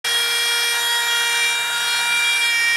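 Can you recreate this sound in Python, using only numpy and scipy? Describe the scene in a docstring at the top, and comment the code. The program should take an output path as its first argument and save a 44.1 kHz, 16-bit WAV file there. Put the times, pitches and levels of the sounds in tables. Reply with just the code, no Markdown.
"""Electric router in plywood

A hand-held router cuts a circular groove outdoors, heard close up in stereo.
Motor, fan and bit whine: sines on the multiples of the shaft turn, swelling and fading as the tool swings round.
Cooling air and chips: shaped noise, its upper parts louder once a turn; splinters add short noise bursts.
A band of noise rings hollow in the housing; below lie a faint outdoor rumble and a brief distant hum."""
import sys
import numpy as np
from scipy import signal
from scipy.fft import rfft, irfft
from scipy.io import wavfile
from scipy.ndimage import uniform_filter1d

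SR = 44100
rng = np.random.default_rng(int(sys.argv[2]) if len(sys.argv) > 2 else 0)


def dump_mix(stems):
    """Bounce the given channels to the path in sys.argv[1] as a 16-bit WAV at rate SR."""
    frames = np.atleast_2d(stems).T  # one column per channel
    limited = np.clip(frames, -1, 1)  # hard clip at full scale
    pcm = np.round(limited * 32767).astype(np.int16)
    wavfile.write(sys.argv[1], SR, pcm)


N = 121716
TIME_S = np.arange(N) / SR


def undb(db):
    """Amplitude factor of a level in dB."""
    return 10 ** (np.asarray(db) / 20)


def unit(x):
    """Scale to rms 1."""
    return x / np.sqrt(np.mean(x ** 2))


def curve(rows, column=1):
    """Table column joined by straight lines in time."""
    rows = np.array(rows)
    return np.interp(TIME_S, rows[:, 0], rows[:, column])


def gate(start_s, end_s, ramp_s):
    """0 to 1 and back in linear ramps centred on start and end."""
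    return np.clip(np.minimum(TIME_S - start_s, end_s - TIME_S) / ramp_s + .5, 0, 1)


def walk(rate_hz):
    """Random levels held 1 / rate s and smoothed twice; rms 1."""
    hold = int(SR / rate_hz)
    held = rng.standard_normal(1000)[np.arange(N) // hold]
    return unit(uniform_filter1d(uniform_filter1d(held, hold), hold))


def steps(rate_hz, slew_s):
    """Random levels that hold for uneven spells and change within slew_s."""
    wait, level = rng.exponential(size=99), rng.standard_normal(99)
    held = level[np.searchsorted(np.cumsum(wait) / rate_hz, TIME_S)]
    return uniform_filter1d(held, round(slew_s * SR))


def noise(shape, colour=None):
    """Noise of expected rms 1 with a (frequency [Hz], level [dB]) shape; colour filters it further."""
    log_hz = np.log(np.arange(N // 2 + 1) * SR / N + 1)
    points = np.array(shape)
    gain = undb(np.interp(log_hz, np.log(points[:, 0]), points[:, 1], left=-90))
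    spectrum = rfft(rng.standard_normal(N)) * gain / np.sqrt(np.mean(gain ** 2))
    if colour is not None:
        points = np.array(colour)
        spectrum = spectrum * undb(np.interp(log_hz, np.log(points[:, 0]), points[:, 1]))
    return irfft(spectrum, N)


def pan(x, db):
    """Stereo pair, left db above right."""
    return x * undb(np.array([db / 2, -db / 2]).reshape(2, -1))


def sides(x):
    """Stereo pair of opposite sign."""
    return np.array([x, -x])


# shaft speed: (time [s], speed [turns/s])
SHAFT_SPEED = [(0.06, 470.7), (0.35, 470.1), (0.5, 470.7), (0.8, 470.9), (0.95, 471.5), (1.1, 470.3),
               (1.4, 469.4), (1.55, 469.9), (1.7, 471.4), (1.85, 471.6), (2.15, 471.8), (2.3, 470.8),
               (2.42, 470.4), (2.48, 469.6), (2.54, 466.3), (2.6, 465.3), (2.68, 467.0), (2.75, 467.2)]


def shaft_turns():
    """Shaft angle in turns: the running sum of its speed."""
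    return np.cumsum(curve(SHAFT_SPEED)) / SR


# tones with closely followed levels: (time [s], level [dB] of each of FOLLOWED_MULTIPLES)
FOLLOWED_LEVELS = [(0.06, -64, -38, -33.5, -27.5, -27, -31), (0.16, -37, -36, -28, -39, -19, -35),
                   (0.23, -43.5, -30.5, -36, -28, -24, -33), (0.43, -40.5, -38.5, -30.5, -28, -24, -31),
                   (0.57, -35, -30, -33.5, -28.5, -25, -31), (0.7, -41, -37, -30, -26.5, -24.5, -31),
                   (0.79, -30, -30, -29.5, -30, -32.5, -39), (0.85, -32.5, -34.5, -31.5, -40, -22.5, -40),
                   (0.94, -29, -32, -27, -38, -24, -35), (1.04, -31, -33, -29, -28, -25.5, -38),
                   (1.15, -33.5, -27.5, -28, -30.5, -24, -39), (1.37, -31, -35, -30.5, -25, -30.5, -37),
                   (1.46, -39.5, -41, -30, -20, -28.5, -36), (1.52, -33, -34.5, -44, -25, -31.5, -39),
                   (1.63, -34.5, -34, -37, -26.5, -37, -50), (1.74, -33.5, -26.5, -41, -36.5, -32.5, -45),
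                   (1.93, -35, -31, -38, -26.5, -26, -35), (2.06, -28.5, -30, -34, -26, -36, -43),
                   (2.13, -34.5, -27, -39, -20.5, -29.5, -47), (2.3, -36, -35, -38, -21, -24, -37),
                   (2.37, -37.5, -41, -50, -21, -29, -41), (2.44, -34.5, -36.5, -31, -21.5, -23, -34),
                   (2.62, -45.5, -40, -23, -21.5, -34, -32.5), (2.75, -41, -36, -23, -21, -28.5, -31.5)]
# shaft multiples of those columns: (multiple [-], ...)
FOLLOWED_MULTIPLES = (2, 3, 4, 5, 7, 11)
# changes between the four stretches of the swing: (time [s], ...)
SHIFT_TIMES_S = [0.75, 1.514, 2.51]
# tones with a level per stretch: (multiple [-], level [dB] in each of the four stretches)
STRETCH_TONES = [(1, -39, -41.5, -48.5, -52), (6, -37.5, -32.5, -34.5, -32.5), (8, -34, -30, -29.5, -34.5),
                 (9, -36, -39.5, -44, -42), (10, -38.5, -42, -39, -45), (12, -36, -40.5, -38.5, -36),
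                 (13, -42, -40, -46.5, -48), (14, -45.5, -52, -49, -46), (15, -47, -38, -40.5, -42),
                 (16, -49, -49, -48, -54), (17, -50, -50, -44.5, -53), (18, -40.5, -44, -41.5, -48),
                 (19, -35.5, -37.5, -44.5, -42), (20, -47, -47.5, -39, -46)]
# highest tones: (multiple, rounded to play [-], level [dB] in first half of swing, level [dB] in second)
HIGH_TONES = [(21, -50, -47), (22, -43, -49.5), (23, -54.5, -50), (23.9, -45, -54), (25, -53, -50),
              (26, -46.5, -61), (27, -56, -54), (28, -59, -54), (29, -52, -60), (30, -54, -63)]
# jumps and dropouts as the bite changes: (multiple [-], start [s], end [s], change [dB])
BITE_JUMPS = [(6, 0.777, 1.1, -9), (7, 0.76, .81, -4), (20, 0.66, 1.05, 5.5), (12, .82, 0.96, -8),
              (10, .88, .96, 7), (5, .95, 1.02, -9), (7, 1.01, 1.08, -8), (10, 1.28, 1.72, -8),
              (12, 1.38, 1.55, 4.5), (12, 1.56, 1.78, -8.5), (19, 1.35, 1.56, 2), (20, 1.55, 1.77, -8),
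              (9, 1.87, 2.01, 12.5), (15, 2.34, 2.4, -17), (22, 2.35, 2.39, 13), (7, 2.19, 2.24, -12),
              (7, 2.38, 2.41, -16), (8, 2.37, 2.41, -6), (9, 2.42, 2.51, 7), (12, 2.44, 2.53, -14)]
SHIFT_TAKES_S, JUMP_TAKES_S = .08, .012
SWELL_DB_PER_MULTIPLE, SWELL_RATE_HZ = .26, 12


def tone_levels():
    """Level in dB of each multiple, set by swing and bite; all but the closely followed also step at random."""
    levels = {k: curve(FOLLOWED_LEVELS, 1 + i) for i, k in enumerate(FOLLOWED_MULTIPLES)}
    shifts = [np.clip((TIME_S - s) / SHIFT_TAKES_S + .5, 0, 1) for s in SHIFT_TIMES_S]
    high = [(k, first, first, second, second) for k, first, second in HIGH_TONES]
    for k, *db in list(STRETCH_TONES) + high:
        swing_db = db[0] + np.diff(db) @ shifts
        # squared steps: small rises, deep dips
        dips = (steps(SWELL_RATE_HZ, 2 * JUMP_TAKES_S) ** 2 - 1) / 2
        levels[round(k)] = swing_db - SWELL_DB_PER_MULTIPLE * k * dips
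    for k, start_s, end_s, db in BITE_JUMPS:
        levels[round(k)] += db * gate(start_s, end_s, JUMP_TAKES_S)
    return levels


# stereo of the low tones: (multiple [-], left minus right early [dB], late [dB], side reflection level [dB])
TONE_STEREO = [(1, -1, 1, -78.5), (2, 0, 2.5, -58), (3, -0.5, 0.5, -54), (4, -9.5, -5.5, -44),
               (5, 2, -2.5, -44), (6, -2, -3, -50), (7, 1, 2, -54), (8, 0.6, -0.5, -60)]
FLUTTER_DB, FLUTTER_RATE_HZ, FLUTTER_TILT = -30.5, 220, .8  # dB at multiple 1; tilt is a power of the multiple
PHASE_SPREAD_CYCLES = .24  # random phase of each tone; they line up only loosely into a pulse each turn


def whine(turns):
    """Motor, fan and bit: one sine per shaft multiple, fluttering more the higher it is."""
    late = np.clip((TIME_S - SHIFT_TIMES_S[0]) / (SHIFT_TIMES_S[-1] - SHIFT_TIMES_S[0]), 0, 1)
    stereo, out = np.array(TONE_STEREO), 0
    for k, level_db in tone_levels().items():
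        early_pan_db, late_pan_db, side_db = (np.interp(k, stereo[:, 0], stereo[:, c]) for c in (1, 2, 3))
        share = undb(FLUTTER_DB) * k ** FLUTTER_TILT
        flutter = 1 + share * (walk(FLUTTER_RATE_HZ) + 1j * walk(FLUTTER_RATE_HZ))
        phase = k * turns + PHASE_SPREAD_CYCLES * rng.standard_normal()
        tone = np.sqrt(2) * np.real(flutter * np.exp(2j * np.pi * phase))
        out = out + pan(undb(level_db) * tone, (1 - late) * early_pan_db + late * late_pan_db)
        if k <= len(stereo):
            # reflection: a quarter cycle late, opposite left and right, no flutter
            reflection = np.sqrt(2) * np.sin(2 * np.pi * phase)
            out = out + sides(undb(side_db + 1.6 * walk(2.3)) * reflection)
    return out


# air and chip hiss spectrum: (frequency [Hz], density [dB])
HISS_SHAPE = [(300, -26), (440, 1.5), (570, -5), (720, 7.5), (1200, 1), (2100, -4.5), (4500, -7.5),
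              (6500, -10), (9000, -7), (12000, -9), (13300, -19), (15000, -18), (15800, -24)]
# hiss that differs left and right: (frequency [Hz], level against the shared hiss [dB])
HISS_SIDE_SHAPE = [(300, -13), (1000, -16), (2200, -16), (3500, -9.5), (5000, -9), (9000, -20.5),
                   (13000, -4.5)]
# hiss gain: (time [s], low part [dB], middle part [dB], high part [dB])
HISS_GAINS = [(.06, -33, -25, -30), (.2, -40, -26, -32), (.8, -38.5, -27.5, -32),
              (1.1, -39.5, -27.5, -32.5), (1.4, -40, -26.5, -32.5), (1.6, -38.5, -30, -35),
              (1.9, -37, -27.5, -31), (2.3, -42, -29.5, -33), (2.75, -43, -29.5, -34)]
# where low, middle and high part meet: (frequency [Hz], ...)
HISS_SPLITS_HZ = 1270, 6250
PULSE_DEPTH, GRAIN_DB, GRAIN_RATE_HZ = .5, 1, 110  # grain: quick flicker of the chips


def hiss(turns):
    """Turbulent air and chips: noise in three parts, the upper two pulsing once a turn."""
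    air = noise(HISS_SHAPE) + sides(noise(HISS_SHAPE, HISS_SIDE_SHAPE))
    below = [signal.sosfiltfilt(signal.butter(2, hz, fs=SR, output="sos"), air) for hz in HISS_SPLITS_HZ]
    pulse = 1 + PULSE_DEPTH * np.cos(2 * np.pi * turns)
    parts = below[0], (below[1] - below[0]) * pulse, (air - below[1]) * pulse
    out = 0
    for i, part in enumerate(parts):
        gain_db = curve(HISS_GAINS, 1 + i) + .13 * walk(11) + GRAIN_DB * walk(GRAIN_RATE_HZ)
        out = out + part * undb(gain_db)
    return out


# hollow ring of the housing: (time [s], level [dB])
RING_LEVEL = [(0.06, -29), (0.14, -33), (2.28, -30), (2.75, -39.5)]
RING_HZ, RING_WIDTH_HZ, RING_PAN_DB, RING_SIDE_DB = 1630, 404, -2.5, -34


def ring():
    """Turbulent air excites a broad hollow resonance in the housing, stronger on the right."""
    edges_hz = [RING_HZ - RING_WIDTH_HZ / 2, RING_HZ + RING_WIDTH_HZ / 2]
    band = signal.butter(2, edges_hz, "band", fs=SR, output="sos")
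    mid, side = (unit(signal.sosfilt(band, rng.standard_normal(N))) for _ in range(2))
    return undb(curve(RING_LEVEL)) * (pan(mid, RING_PAN_DB) + undb(RING_SIDE_DB) * sides(side))


# outdoor rumble spectrum: (frequency [Hz], density [dB])
RUMBLE_SHAPE = [(25, -23), (70, -14), (90, -4), (130, .5), (200, -3), (400, -4)]
# rumble that differs left and right: (frequency [Hz], level against the shared rumble [dB])
RUMBLE_SIDE_SHAPE = [(30, 0), (70, -9), (300, -12)]
RUMBLE_DB = -57


def rumble():
    """Outdoor rumble: low noise, gently wandering in level."""
    shape = list(RUMBLE_SHAPE) + [(900, -90)]
    stereo = noise(shape) + sides(noise(shape, RUMBLE_SIDE_SHAPE))
    return undb(RUMBLE_DB + 1.6 * walk(3.7)) * stereo


# splinters tearing out: (burst centre [s], level [dB], half-length to 1/e [s])
SPLINTER_BURSTS = [(1.365, -29, .016), (1.445, -32, .012), (2.37, -34, .015)]
# splinter spectrum: (frequency [Hz], density [dB])
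SPLINTER_SHAPE = [(900, -40), (2500, -4), (5000, 0), (7000, -9), (15800, -26)]


def splinters():
    """Tearing wood: bell-shaped bursts of bright noise, equal left and right."""
    bursts = sum(undb(db) * np.exp(-((TIME_S - s) / length_s) ** 2) for s, db, length_s in SPLINTER_BURSTS)
    return bursts * noise(SPLINTER_SHAPE)


HUM_HZ, HUM_PEAK_DB, HUM_FROM_S, HUM_TO_S, HUM_RAMP_S = 177, -56, 1.66, 2.3, .032


def hum():
    """Distant hum: one unsteady sine that comes and goes once."""
    on = np.clip(np.minimum(TIME_S - HUM_FROM_S, HUM_TO_S - TIME_S) / HUM_RAMP_S, 0, 1)
    return undb(HUM_PEAK_DB + 2.5 * walk(9)) * on * np.sin(2 * np.pi * HUM_HZ * TIME_S)


def scene():
    """All sources; whine and hiss share one shaft."""
    turns = shaft_turns()
    return whine(turns) + hiss(turns) + ring() + rumble() + splinters() + hum()


START_S, FADE_S, TOP_HZ = .042, .0069, 15750


def record(dry):
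    """Silent moment, quick linear fade-in, steep low-pass."""
    fade = np.clip((TIME_S - START_S) / FADE_S, 0, 1)
    low_pass = signal.ellip(16, .2, 90, TOP_HZ, fs=SR, output="sos")
    return signal.sosfilt(low_pass, dry * fade)


dry = scene()
out = record(dry)
dump_mix(out)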